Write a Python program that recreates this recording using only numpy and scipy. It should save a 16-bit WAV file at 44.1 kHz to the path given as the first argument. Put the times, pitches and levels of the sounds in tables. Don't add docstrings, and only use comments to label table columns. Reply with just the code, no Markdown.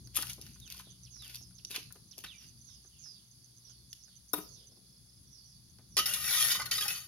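import sys
import numpy as np
from scipy import signal
from scipy.io import wavfile
from scipy.ndimage import uniform_filter1d

SR = 44100
rng = np.random.default_rng(int(sys.argv[2]) if len(sys.argv) > 2 else 0)


def volts_from_decibels(level):
    exponent = np.asarray(level, float) / 20
    return 10 ** exponent


def unload_audio(sound):
    columns = np.transpose(np.atleast_2d(sound))
    steps = np.round(np.clip(columns, -1, 1) * 32767)
    wavfile.write(sys.argv[1], SR, steps.astype(np.int16))


N = 311787


def evened(x):
    return x / np.sqrt(np.mean(x ** 2) + 1e-20)


def add(mix, start_s, sound):
    part = mix[round(start_s * SR):][:len(sound)]
    part += sound[:len(part)]


def lumps(count, hz, depth_db):
    drift = signal.lfilter([1], [1, -np.exp(-2 * np.pi * hz / SR)], rng.standard_normal(count))
    return volts_from_decibels(depth_db * evened(drift))


def ring(x, modes, widen=1, wander_db=0):
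    out = np.zeros(len(x))
    for k, (hz, width_hz, db) in enumerate(modes):
        r = np.exp(-np.pi * width_hz * widen / SR)
        turn = 2 * np.pi * hz / SR
        drive = x * evened(lumps(len(x), 7.8, wander_db)) if wander_db else x
        mode = signal.lfilter([1 - r, 0, r - 1], [1, -2 * r * np.cos(turn), r * r], drive)
        out += (-1) ** k * volts_from_decibels(db) * mode
    return out


def grit(count, per_s, spread_db, smooth):
    size = volts_from_decibels(spread_db * np.minimum(rng.exponential(1, count), 4)) * rng.choice([-1, 1], count)
    snaps = size * (rng.random(count) < per_s / SR)
    return evened(snaps) + smooth * rng.standard_normal(count)


def swell(t, peak_s, rise_s, fall_s):
    away = np.where(t < peak_s, (peak_s - t) / rise_s, (t - peak_s) / fall_s)
    return volts_from_decibels(-23 * away ** 1.484)


def taps(rows, modes, t60):
    out, t = np.zeros(N), np.arange(3000) / SR
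    for (s, db), puff in zip(rows, rng.standard_normal((len(rows), 3000))):
        tap = ring(ring(puff * volts_from_decibels(-60 * t / t60), modes), modes)
        add(out, s - .001, volts_from_decibels(db) * tap / abs(tap).max())
    return out


def pings(rows, t60):
    out, t = np.zeros(N), np.arange(8000) / SR
    for (s, hz, db), turn in zip(rows, rng.random((len(rows), 1))):
        rise = np.minimum(t / 0.0011, 1)
        add(out, s, volts_from_decibels(db - 60 * t / t60) * rise * np.sin(2 * np.pi * (hz * t + turn)))
    return out


def wash(points, same, patchy_db):
    hz, (f, db) = np.fft.rfftfreq(1024, 1 / SR), np.transpose(points)
    a, b, c, d, patches = rng.standard_normal((N // 256 + 5, 513, 5)).T
    patches = evened(uniform_filter1d(uniform_filter1d(patches, 10, 0), 12, 1))
    left, other = a + 1j * b, c + 1j * d
    z = np.array([left, same * left + np.sqrt(1 - same ** 2) * other])
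    colour_db = np.interp(np.log(hz + 1), np.log(f), db, -60, -60)[:, None]
    z *= volts_from_decibels(colour_db + patchy_db * patches)
    return evened(signal.istft(z, nperseg=1024, noverlap=768)[1][:, :N])


def yard(x, t60, gap_s):
    t = np.arange(SR // 2) / SR
    echoes = rng.choice([-1, 1], (2, len(t))) * (rng.random((2, len(t))) < 2500 / SR)
    echoes = echoes * volts_from_decibels(-60 * t / t60) * (t > gap_s)
    echoes = echoes[:, :round(1.2 * t60 * SR)]
    echoes = echoes / np.linalg.norm(echoes, axis=1)[:, None]
    return signal.oaconvolve(x[None], echoes, axes=1)[:, :N]


def scatter(x, t60, turn_s):
    phase = np.pi * np.arange(N) / SR / turn_s
    return sum(yard(x * np.cos(phase + k * np.pi / 5) ** 4, t60, gap_s=.0002) for k in range(5))


# time_s, rumble_db, tone_db
ENGINE = [(0, -55.5, -55), (1, -61.5, -58), (2.3, -61, -65.5), (3.5, -64.5, -63), (5.5, -63, -64.5),
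          (6.4, -57, -56), (7.07, -61.5, -66.5)]
# pitch_hz, level_db (per Hz)
RUMBLE = [(15, -63), (25, -71), (54, -43), (92, 0.5), (123, 8), (151, -28.5), (224, -5.5), (261, -25),
          (305, -16), (555, -37.5), (1500, -41), (1950, -116), (3300, -120)]


def far_engine():
    t = np.arange(N) / SR
    time_s, *levels_db = np.transpose(ENGINE)
    rumble_db, tone_db = (np.interp(t, time_s, column) for column in levels_db)
    tones = np.zeros(N)
    for k, db in enumerate((-3, -1.5, -9), 1):
        tones += volts_from_decibels(db) * lumps(N, hz=1.44, depth_db=4.0) * np.sin(2 * np.pi * k * 122.5 / 2 * t)
    engine = volts_from_decibels(rumble_db) * wash(RUMBLE, same=0.84, patchy_db=2.5) + volts_from_decibels(tone_db) * tones
    return engine * volts_from_decibels([[.3], [-.3]])


# pitch_hz, level_db (per Hz)
CHORUS = [(2900, -21), (3450, -10.5), (4050, -11.5), (4600, -1.5), (5300, -7), (5750, -14), (6300, -8.5),
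          (6800, -13), (7400, -30), (8500, -11), (9000, 2), (9600, -8.5), (10500, -1), (11500, -14),
          (12500, -15.5)]
# time_s, level_db
CHORUS_LEVEL = [(0, -64.5), (2.5, -66), (4.5, -66.5), (7.07, -68.5)]
# pitch_hz, width_hz, level_db
THIN_INSECT = [(3450, 110, 0)]
# time_s, level_db
THIN_INSECT_LEVEL = [(0, -95), (4.4, -88), (4.9, -86), (5.5, -87), (7.07, -88)]


def insect_chorus():
    t = np.arange(N) / SR
    chorus = volts_from_decibels(np.interp(t, *np.transpose(CHORUS_LEVEL))) * wash(CHORUS, same=0.013, patchy_db=1.5)
    thin = evened(ring(ring(rng.standard_normal(N), THIN_INSECT), THIN_INSECT))
    chorus = chorus + volts_from_decibels(np.interp(t, *np.transpose(THIN_INSECT_LEVEL))) * thin
    return chorus * volts_from_decibels([[-2.5], [2.5]])


# first_s, last_s, peak_db
BOUTS = [(0.046, 1.03, -61), (1.422, 1.8, -61.5), (1.949, 2.83, -69), (2.355, 2.99, -60), (3.27, 3.27, -66),
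         (3.31, 3.7, -61), (3.905, 4.668, -59.5), (4.9, 4.9, -75), (5.694, 5.695, -61.5)]


def cricket():
    t, chirps = np.arange(0, .03, 1 / SR), np.zeros(N)
    strokes = np.sin(np.pi * t / .03) * np.sin(np.pi * 125 * t) ** 4
    wing = [(6084, 95, 2.5), (6560, 450, -9.5)]  # pitch_hz, width_hz, level_db
    for first, last, db in BOUTS:
        count = round((last - first) / .12) + 1
        for s in np.linspace(first, last, count):
            chirp = ring(strokes * rng.standard_normal(2000)[:len(t)], wing)
            add(chirps, s - .008, volts_from_decibels(db + 2.0 * rng.standard_normal()) * chirp / abs(chirp).max())
    return (2.0 * chirps + .5 * yard(chirps, t60=0.092, gap_s=0.0036)) * volts_from_decibels([[-3.5], [1.5]])


# peak_s, rise_s, fall_s, grit_db, rasp_db (above the grit)
SCUFFS = [(.165, 0.024, 0.071, -39.5, -5), (0.22, 0.043, 0.015, -46, -3.5), (0.301, 0.073, 0.034, -44, -7),
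          (0.419, 0.018, 0.27, -63.5, -4.5), (0.459, 0.03, 0.065, -65, -11), (.715, 0.033, 0.093, -53, -6),
          (0.789, 0.046, 0.055, -53.5, -8), (1.245, 0.034, 0.11, -57, -5), (1.30, 0.027, 0.1, -54.5, -5.5),
          (1.355, 0.026, 0.043, -54.5, -6), (1.71, .015, 0.04, -43, -6.5), (1.755, 0.022, 0.046, -43, 1.5),
          (2.181, 0.0094, 0.066, -56, -8.5), (2.245, .012, 0.023, -51, 3), (2.265, 0.0097, 0.013, -62, 10),
          (2.424, 0.064, 0.1, -63, -2.5), (4.348, 0.009, 0.12, -59.5, 0.5)]
# pitch_hz, width_hz, level_db
SOLE = [(259, 336, 0.01), (1260, 1400, 0.0362)]
RASP = [(2690, 940, 0)]
GRIT = [(6000, 650, -15), (10800, 44000, 5.5)]
# start_s, peak_db, brightness_db, pitch_hz
PEBBLES = [(0.0737, -38, -10, 4840), (0.1486, -46, 6, 3770), (0.1593, -41, 15, 3500),
           (0.161, -46, 18, 3500), (0.1657, -41, 14, 3150), (0.167, -36.5, 20.5, 3300),
           (0.1725, -37.5, 17.5, 3000), (0.2250, -40, 13, 3000), (0.2352, -37, -7, 3500),
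           (0.2400, -54, -1, 4000), (0.2815, -37, -6, 5500), (0.2985, -45, 9, 3470),
           (0.306, -39, -10, 3200), (0.3400, -46, 2, 4500), (0.2307, -29.5, -4, 3000),
           (0.257, -41, -19, 3700), (0.295, -44, -10, 3460), (0.334, -55, 12, 5500),
           (0.333, -27.5, -14, 5560), (0.415, -38.5, -4, 4100), (0.423, -35, -9, 4820),
           (0.4662, -40, -6, 3660), (0.6015, -43.5, -3, 5000), (0.678, -40, -11, 3530),
           (0.7024, -32, -9, 4000), (0.7243, -31, -6.5, 3760), (0.78, -40, -10, 4340),
           (0.7968, -40, -2, 3500), (1.2237, -42.5, -1, 3700), (1.28, -48, 4, 2570),
           (1.347, -33.5, -7, 3600), (1.357, -32, -3, 3900), (1.363, -36, -6, 4200), (1.65, -26, -23, 5100),
           (1.708, -44, -1, 3770), (1.7464, -44, -6, 2990), (1.7625, -24, -11, 4270),
           (1.7680, -34, -13, 4500), (1.831, -41, -6, 3510), (1.9257, -55.5, 17, 4200),
           (2.1126, -44, -24, 5460), (2.1818, -37, -4, 3670), (2.1889, -37, -1, 4000),
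           (2.24, -35, -8, 2700), (3.9303, -32, -10, 4000), (3.9306, -34, -18, 6200),
           (5.7867, -47, -13, 4700)]
# start_s, peak_db
SLAPS = [(0.073, -67), (0.169, -35), (0.1874, -36), (0.2266, -38), (0.4648, -61), (0.5608, -59),
         (0.6669, -66), (0.7467, -54.5), (0.7983, -44), (1.163, -63), (1.2212, -60), (1.26, -59),
         (1.508, -67.5), (1.745, -47), (1.7644, -42), (1.9068, -54.5), (1.9573, -56.5), (2.2416, -46),
         (2.692, -68.5), (2.8469, -68), (3.0587, -61), (3.7, -67), (4.0801, -69), (5.7862, -61),
         (5.806, -68)]
# start_s, peak_db
HEELS = [(0.072, -69), (0.186, -36.5), (0.382, -44.5), (0.778, -54), (0.871, -47.5), (1.41, -54),
         (1.704, -43.5), (1.778, -38.5), (1.955, -50), (2.178, -45), (2.24, -48), (2.848, -60),
         (3.689, -64), (4.08, -65), (4.717, -58), (4.771, -55), (5.789, -53), (5.972, -40), (5.988, -37)]


def sandals():
    out, t = np.zeros(N), np.arange(SR // 2) / SR
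    for peak_s, rise_s, fall_s, db, rasp_db in SCUFFS:
        s = max(peak_s - 2 * rise_s, 0)
        rub = grit(len(t), per_s=4500, spread_db=2.5, smooth=.45)
        rub = rub * lumps(len(t), hz=70.5, depth_db=3.0)
        rasp = evened(ring(rub, RASP)) + volts_from_decibels(-10.0) * evened(ring(rub, SOLE))
        body = evened(ring(rub, GRIT)) + volts_from_decibels(rasp_db + 6.0) * rasp
        add(out, s, volts_from_decibels(db + 4.5) * swell(t + s, peak_s, rise_s, fall_s) * body)
    for s, db, bright_db, hz in PEBBLES:
        out += volts_from_decibels(3.0) * taps([(s, db)], [(hz, 0.79 * hz, 0)], t60=0.0059)
    sparks = taps([(s, db + bright_db) for s, db, bright_db, _ in PEBBLES], GRIT, t60=0.0033)
    slaps = taps(SLAPS, SOLE[1:], t60=0.061)
    heels = taps(HEELS, SOLE[:1], t60=0.1)
    return out + volts_from_decibels(12) * sparks + volts_from_decibels(9.5) * slaps + volts_from_decibels(3.5) * heels


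def whistles(rows, falls, linger, blurred, settle=.7):
    out = np.zeros(N)
    rustles = rng.standard_normal((len(rows), SR // 2))
    for (s, length_s, start_hz, db), fall, rustle in zip(rows, np.broadcast_to(falls, len(rows)), rustles):
        u = np.arange(0, 1, 1 / (length_s * SR))
        glide = np.sin(np.pi / 2 * np.minimum(u / settle, 1)) ** (1 + linger)
        hz = start_hz * (1 + (fall - 1) * glide)
        blur = evened(uniform_filter1d(rustle[:len(u)], size=64))
        tone = volts_from_decibels(db + 1.5) * np.sin(2 * np.pi * np.cumsum(hz) / SR) * np.sin(np.pi * u ** .5) ** .7
        add(out, s, tone * volts_from_decibels(-4 * u / fall) * (1 - blurred + blurred * blur))
    return out


# start_s, length_s, pitch_hz (at the start), level_db
SLURS = [(.612, 0.16, 3770, -56.5), (1.193, 0.14, 4000, -52.5), (1.712, 0.13, 3900, -52),
         (2.266, 0.13, 3900, -49.5)]
SLUR_FALLS = (.56, .645, .66, .6)
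# start_s, length_s, pitch_hz, level_db
DARTS = [(1.045, 0.051, 6000, -55), (1.582, 0.026, 5940, -53.5), (2.108, .05, 6440, -53)]
# start_s, length_s, pitch_hz, level_db
PIPES = [(1.19, 0.082, 5300, -69), (1.37, 0.14, 5740, -57.5), (3.037, 0.18, 5300, -54)]
TRILL_S = [4.719, 4.76, 4.889, 4.926, 4.961, 5.088, 5.129, 5.169]
# start_s, level_db
FAR_LOW = [(0.839, -63), (2.671, -66.5), (3.138, -69.5), (3.64, -69.5), (4.072, -70.5), (4.551, -66)]
# start_s, pitch_hz, level_db
FAR_HIGH = [(1.099, 6560, -54), (1.779, 5580, -62.5), (2.351, 6340, -60), (2.63, 6750, -58.5),
            (2.89, 3320, -69), (2.93, 3700, -73), (2.98, 6880, -55.5), (3.627, 6170, -60.5),
            (3.979, 6000, -63.5), (4.401, 5910, -61), (4.47, 6790, -61), (5.26, 6000, -67),
            (5.299, 6310, -60.5), (5.428, 6310, -62), (5.898, 6210, -62)]


def birds():
    trill = [(s, .03, 5450, -66) for s in TRILL_S]
    near = whistles(SLURS, SLUR_FALLS, linger=1.2, blurred=.27)
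    near += whistles(PIPES + trill, .835, linger=0, blurred=.35, settle=1.4)
    near += whistles(DARTS, 0.46, linger=.6, blurred=.7)
    low_notes = [(s, 0.11, 3900, db) for s, db in FAR_LOW]
    high_notes = [(s, 0.19, hz, db) for s, hz, db in FAR_HIGH]
    far = whistles(low_notes, 0.82, linger=0.26, blurred=0.99)
    far += whistles(high_notes, 0.72, linger=0.1976, blurred=0.37)
    echo = yard(1.26 * far + .55 * near, t60=0.35, gap_s=0)
    return (near + .15 * far + echo) * volts_from_decibels([[-2.5], [1.5]])


# start_s, peak_db, fade_s (time to fall 60 dB)
KNOCKS = [
    (4.334, -14, 0.045),
    (4.3798, -28, 0.011),
    (4.386, -28.5, 0.016),
    (4.403, -37, 0.012),
]
# pitch_hz, level_db, fade_s
WOOD = [(190.5, -13.5, .08), (305, -1, 0.14), (423, 1.5, 0.074), (500, -8, 0.084), (656, -6.5, 0.083),
        (968, -3, 0.064), (1240, 11.5, 0.022), (1390, -3, 0.036), (1740, -17, 0.05), (2390, -20, 0.052),
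        (3740, -8.5, 0.048)]
# pitch_hz, width_hz, level_db
THUD = [(675, 990, 0)]
# pitch_hz, width_hz, level_db
CULVERT = [(428, 200, 0)]


def knock():
    out, t = np.zeros(N), np.arange(8000) / SR
    for k, (s, db, t60) in enumerate(KNOCKS):
        modes = np.zeros(len(t))
        for hz, mode_db, ring_s in WOOD:
            dull_db = -11 * np.log2(hz / WOOD[1][0]) * (k > 0)
            tone = np.sin(2 * np.pi * (hz * t + rng.random()))
            modes += volts_from_decibels(mode_db + dull_db - 60 * t / ring_s) * tone
        blow = rng.standard_normal(len(t)) * volts_from_decibels(-60 * t / t60) * np.minimum(t / 0.013, 1)
        thud = evened(ring(ring(blow, THUD), THUD))
        body = evened(modes * np.minimum(t / 0.0025, 1) ** 2) + 0.35 * thud
        crack = ring(rng.standard_normal(len(t)) * volts_from_decibels(-60 * t / (1.1 * t60)), GRIT)
        crack = np.diff(crack, 2, prepend=[0, 0])
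        add(out, s - .001 + 0.0017, volts_from_decibels(db) * body / abs(body).max())
        add(out, s - .0015, volts_from_decibels(db + 4.5) * crack / abs(crack).max())
    t = np.arange(SR) / SR
    hum = evened(ring(ring(rng.standard_normal(SR), CULVERT), CULVERT))
    knock_s = KNOCKS[0][0]
    add(out, knock_s, volts_from_decibels(-61 - 60 * t / 2.5) * hum)
    return out + pings([(knock_s + 0.002, 3740, -29), (knock_s, 5200, -32)], t60=0.036)


# peak_s, rise_s, fall_s, pressure_db, flatness (0 on edge, 1 flat)
DRAG = [
    (5.972, 0.0027, 0.095, -44, 0.46),
    (6.059, 0.0031, 0.29, -31.5, 0.13),
    (6.354, 0.19, 0.24, -26, 0.027),
    (6.52, 0.34, 0.076, -28.5, 0.033),
    (6.598, 0.021, 0.043, -47.5, 1),
    (6.659, 0.0075, 0.075, -48.5, 0.57),
    (6.712, 0.0043, 0.17, -30.5, 0.12),
    (6.824, 0.022, 0.13, -35.5, 0.25),
    (6.885, 0.008, 0.18, -35, 0.16),
]
# start_s, peak_db, flatness (0 to 1)
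STRIKES = [(5.9684, -21.5, 0.67), (5.9868, -22.5, 0.48), (5.978, -24.5, 0.43), (5.995, -27, 0.58),
           (6.058, -29, 0), (6.078, -52, 0), (6.1359, -28.5, 0), (6.4194, -30, 0.44), (6.516, -26, 0.24),
           (6.5517, -32.5, 0.87), (6.5982, -36.5, 0.8), (6.6179, -35.5, 0.7), (6.6572, -35.5, 0.34),
           (6.7126, -28.5, 0.46), (6.78, -32, 0.7), (6.8077, -30, 0.3), (6.8798, -31, 0), (6.903, -34, 0)]
# pitch_hz, width_hz, level_db
BLADE_LOW = [(390, 30, -7), (592, 40, -10), (845, 30, -7), (700, 600, -15), (1130, 50, -4), (1280, 70, -3),
             (1400, 60, -7), (1532, 30, -8), (1700, 36, -14)]
BLADE_HIGH = [(6230, 70, -6), (6600, 80, -7), (7690, 80, -3), (9334, 40, -3.5), (10001, 45, -3),
              (10276, 40, -2), (10581, 35, -4), (11170, 45, 0), (11388, 45, -5), (11684, 40, -1),
              (12195, 80, -3), (13300, 84, 0), (14300, 110, -8)]
# pitch_hz, width_hz, level_db
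MID_HZ = (1860, 2000, 2270, 2510, 2830, 3037, 3300, 3730, 4220, 4535, 4765, 5280, 5530, 5960)
MID_WIDTH_HZ = (32, 32, 50, 50, 24, 24, 90, 40, 40, 40, 32, 45, 55, 75)
MID_DB = (3.5, 0.5, 2.5, 2.5, 3, 7, 3, 2, -2.5, 2, -0.5, 0, -3, -5)
# pitch_hz, width_hz, level_db
BELL = [(392, 30, -3), (1270, 24, -7), (1850, 22, -8), (2835, 13, 4), (3037, 13, 4), (3730, 24, -12),
        (4770, 26, -12)]
# low_db, mid_db, high_db
RUB_EDGE_DB = (-11.5, -4, 3.5)
RUB_FLAT_DB = (16, -7, 7.5)
STRIKE_EDGE_DB = (-24, 0, 8)
STRIKE_FLAT_DB = (7, 0, -7)


def lean(flat, edge_db, flat_db):
    return volts_from_decibels(np.add(edge_db, flat * np.subtract(flat_db, edge_db)))[:, None]


def shovel():
    s = DRAG[0][0] - .02
    t = np.arange(s, N / SR, 1 / SR)
    power = 0
    for *shape, db, flat in DRAG:
        power = power + (volts_from_decibels(db) * swell(t, *shape) * lean(flat, RUB_EDGE_DB, RUB_FLAT_DB)) ** 2
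    rub = grit(len(t), per_s=3300, spread_db=6, smooth=1.0) * lumps(len(t), hz=31, depth_db=0.5)
    drive = evened(rub) * np.sqrt(power) * volts_from_decibels(0.5)

    t, struck = np.arange(3000) / SR, np.zeros(N)
    for at, hit_db, flat in STRIKES:
        puff = rng.standard_normal(len(t)) * volts_from_decibels(hit_db + 1.4 - 60 * t / 0.057)
        for row, gain in zip(drive, lean(flat, STRIKE_EDGE_DB, STRIKE_FLAT_DB)):
            add(row, at - s - .001, gain * puff)
        add(struck, at, volts_from_decibels(hit_db - 60 * t / 0.0043) * rng.standard_normal(len(t)))
    out = volts_from_decibels(21) * ring(struck, BELL) + volts_from_decibels(0.5) * ring(struck, GRIT)

    probe = rng.standard_normal(8000)
    blade_mid = list(zip(MID_HZ, MID_WIDTH_HZ, MID_DB))
    layers = ((BLADE_LOW, 1080, 1480, 8, -4.5), (blade_mid, 1850, 6800, 60, .1),
              (BLADE_HIGH, 7000, 16000, 35, -6))
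    for row, (modes, low_hz, high_hz, count, layer_db) in zip(drive, layers):
        crowd_hz = low_hz + (high_hz - low_hz) * (np.arange(count) + rng.random(count)) / count
        crowd = [(hz, 0.032 * hz + 20, 0) for hz in crowd_hz]
        for share, group, wander_db, widen in ((.76, modes, 1.5, .9), (.72, crowd, 1.2, 1.1)):
            rung = ring(row, group, widen, wander_db) / ring(probe, group, widen).std()
            add(out, s, share * volts_from_decibels(layer_db) * rung)
    return out


# start_s, pitch_hz, peak_db
PINGS = [(5.970, 3010, -31), (5.987, 4730, -30), (5.987, 1263, -28), (6.058, 5030, -29), (6.059, 3830, -41),
         (6.060, 2050, -40), (6.092, 2740, -33), (6.110, 2850, -34), (6.136, 2774, -31.5),
         (6.285, 2280, -30.5), (6.335, 3280, -32), (6.345, 1880, -38), (6.358, 5850, -38),
         (6.372, 1910, -38), (6.422, 3320, -29), (6.506, 3010, -23.5), (6.514, 4820, -25),
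         (6.526, 3736, -28.5), (6.547, 3700, -30), (6.560, 4720, -37), (6.598, 2040, -29.5),
         (6.598, 1480, -36.5), (6.598, 886, -35), (6.617, 1997, -31.5), (6.617, 1092, -34.5),
         (6.658, 1230, -45), (6.658, 4200, -35.5), (6.713, 4554, -26), (6.720, 3080, -26),
         (6.752, 4790, -33), (6.780, 3790, -28.5), (6.810, 2554, -31), (6.810, 1670, -32),
         (6.822, 3300, -29.5), (6.858, 830, -38.5), (6.882, 3025, -32.5), (6.882, 2526, -30.5),
         (6.902, 2596, -31), (6.926, 2970, -39), (6.950, 3110, -42)]
# start_s, pitch_hz, peak_db
SINGING = [(5.985, 3037, -30), (5.985, 2835, -31), (5.99, 1270, -42), (5.99, 1852, -42), (5.99, 3730, -42),
           (5.99, 4770, -40), (6.06, 3037, -38), (6.14, 2800, -38), (6.34, 1855, -36), (6.37, 3730, -35),
           (6.40, 3037, -35), (6.51, 3037, -31), (6.60, 4770, -44), (6.60, 2010, -42), (6.72, 4560, -39),
           (6.72, 3037, -38), (6.75, 5250, -37), (6.785, 4790, -37), (6.80, 5300, -36), (6.82, 4540, -38),
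           (6.83, 2530, -38), (6.885, 2540, -35), (6.905, 3037, -36), (6.93, 6250, -42), (6.95, 4560, -40),
           (6.95, 4950, -45), (1.775, 2650, -50)]


def blade_tones():
    return volts_from_decibels(3.5) * pings(PINGS, t60=0.071) + pings(SINGING, t60=.38)


def scene():
    feet, blade = sandals(), shovel()
    clear = knock() + blade_tones()
    ground = feet + blade + clear
    spread = volts_from_decibels(-4) * feet + volts_from_decibels(-2) * blade + volts_from_decibels(-4) * clear
    treble = spread - uniform_filter1d(spread, size=40)
    close = volts_from_decibels(-9) * scatter(treble, t60=.035, turn_s=.2)
    direct = np.array([ground, np.roll(ground, 2)])
    echo = volts_from_decibels(-17.0) * yard(ground, t60=0.3, gap_s=0.02)
    return 0.42 * direct + close + echo + birds() + cricket() + far_engine() + insect_chorus()


def roll_off(x):
    return signal.sosfilt(signal.butter(12, 16820, fs=SR, output="sos"), x)


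# pitch_hz, left_db, right_db
PORTS = [(100.6, -1, -3.5), (980, 1, -0.5), (1910, -2, -1), (4000, 3, 4.5), (5500, 0, 7), (6500, -4.5, 8.5),
         (7770, -12, -12.5), (8630, -4.5, -9.5), (8240, -5, -40), (10190, 10.5, -19), (11330, 12.5, -10),
         (13600, 0.5, -11.5), (15200, 3, -18), (17000, -22, -27)]


def record(dry):
    hz, (f, *ports) = np.fft.rfftfreq(512, 1 / SR), np.transpose(PORTS)
    logs = np.log(volts_from_decibels([np.interp(hz, f, db) for db in ports]))
    mirrored = np.c_[logs, logs[:, -2:0:-1]]
    cavity = np.fft.ifft(np.exp(signal.hilbert(mirrored).conj())).real
    x = signal.oaconvolve(dry, cavity, axes=1)[:, :N]
    x = x + volts_from_decibels(-72) * rng.standard_normal(dry.shape)
    x = signal.oaconvolve(x, signal.firwin(1023, 16000, fs=SR)[None], "same")
    x = signal.sosfilt(signal.butter(2, 36, "high", fs=SR, output="sos"), x)
    return roll_off(x)


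dry = scene()
out = record(dry)
unload_audio(out)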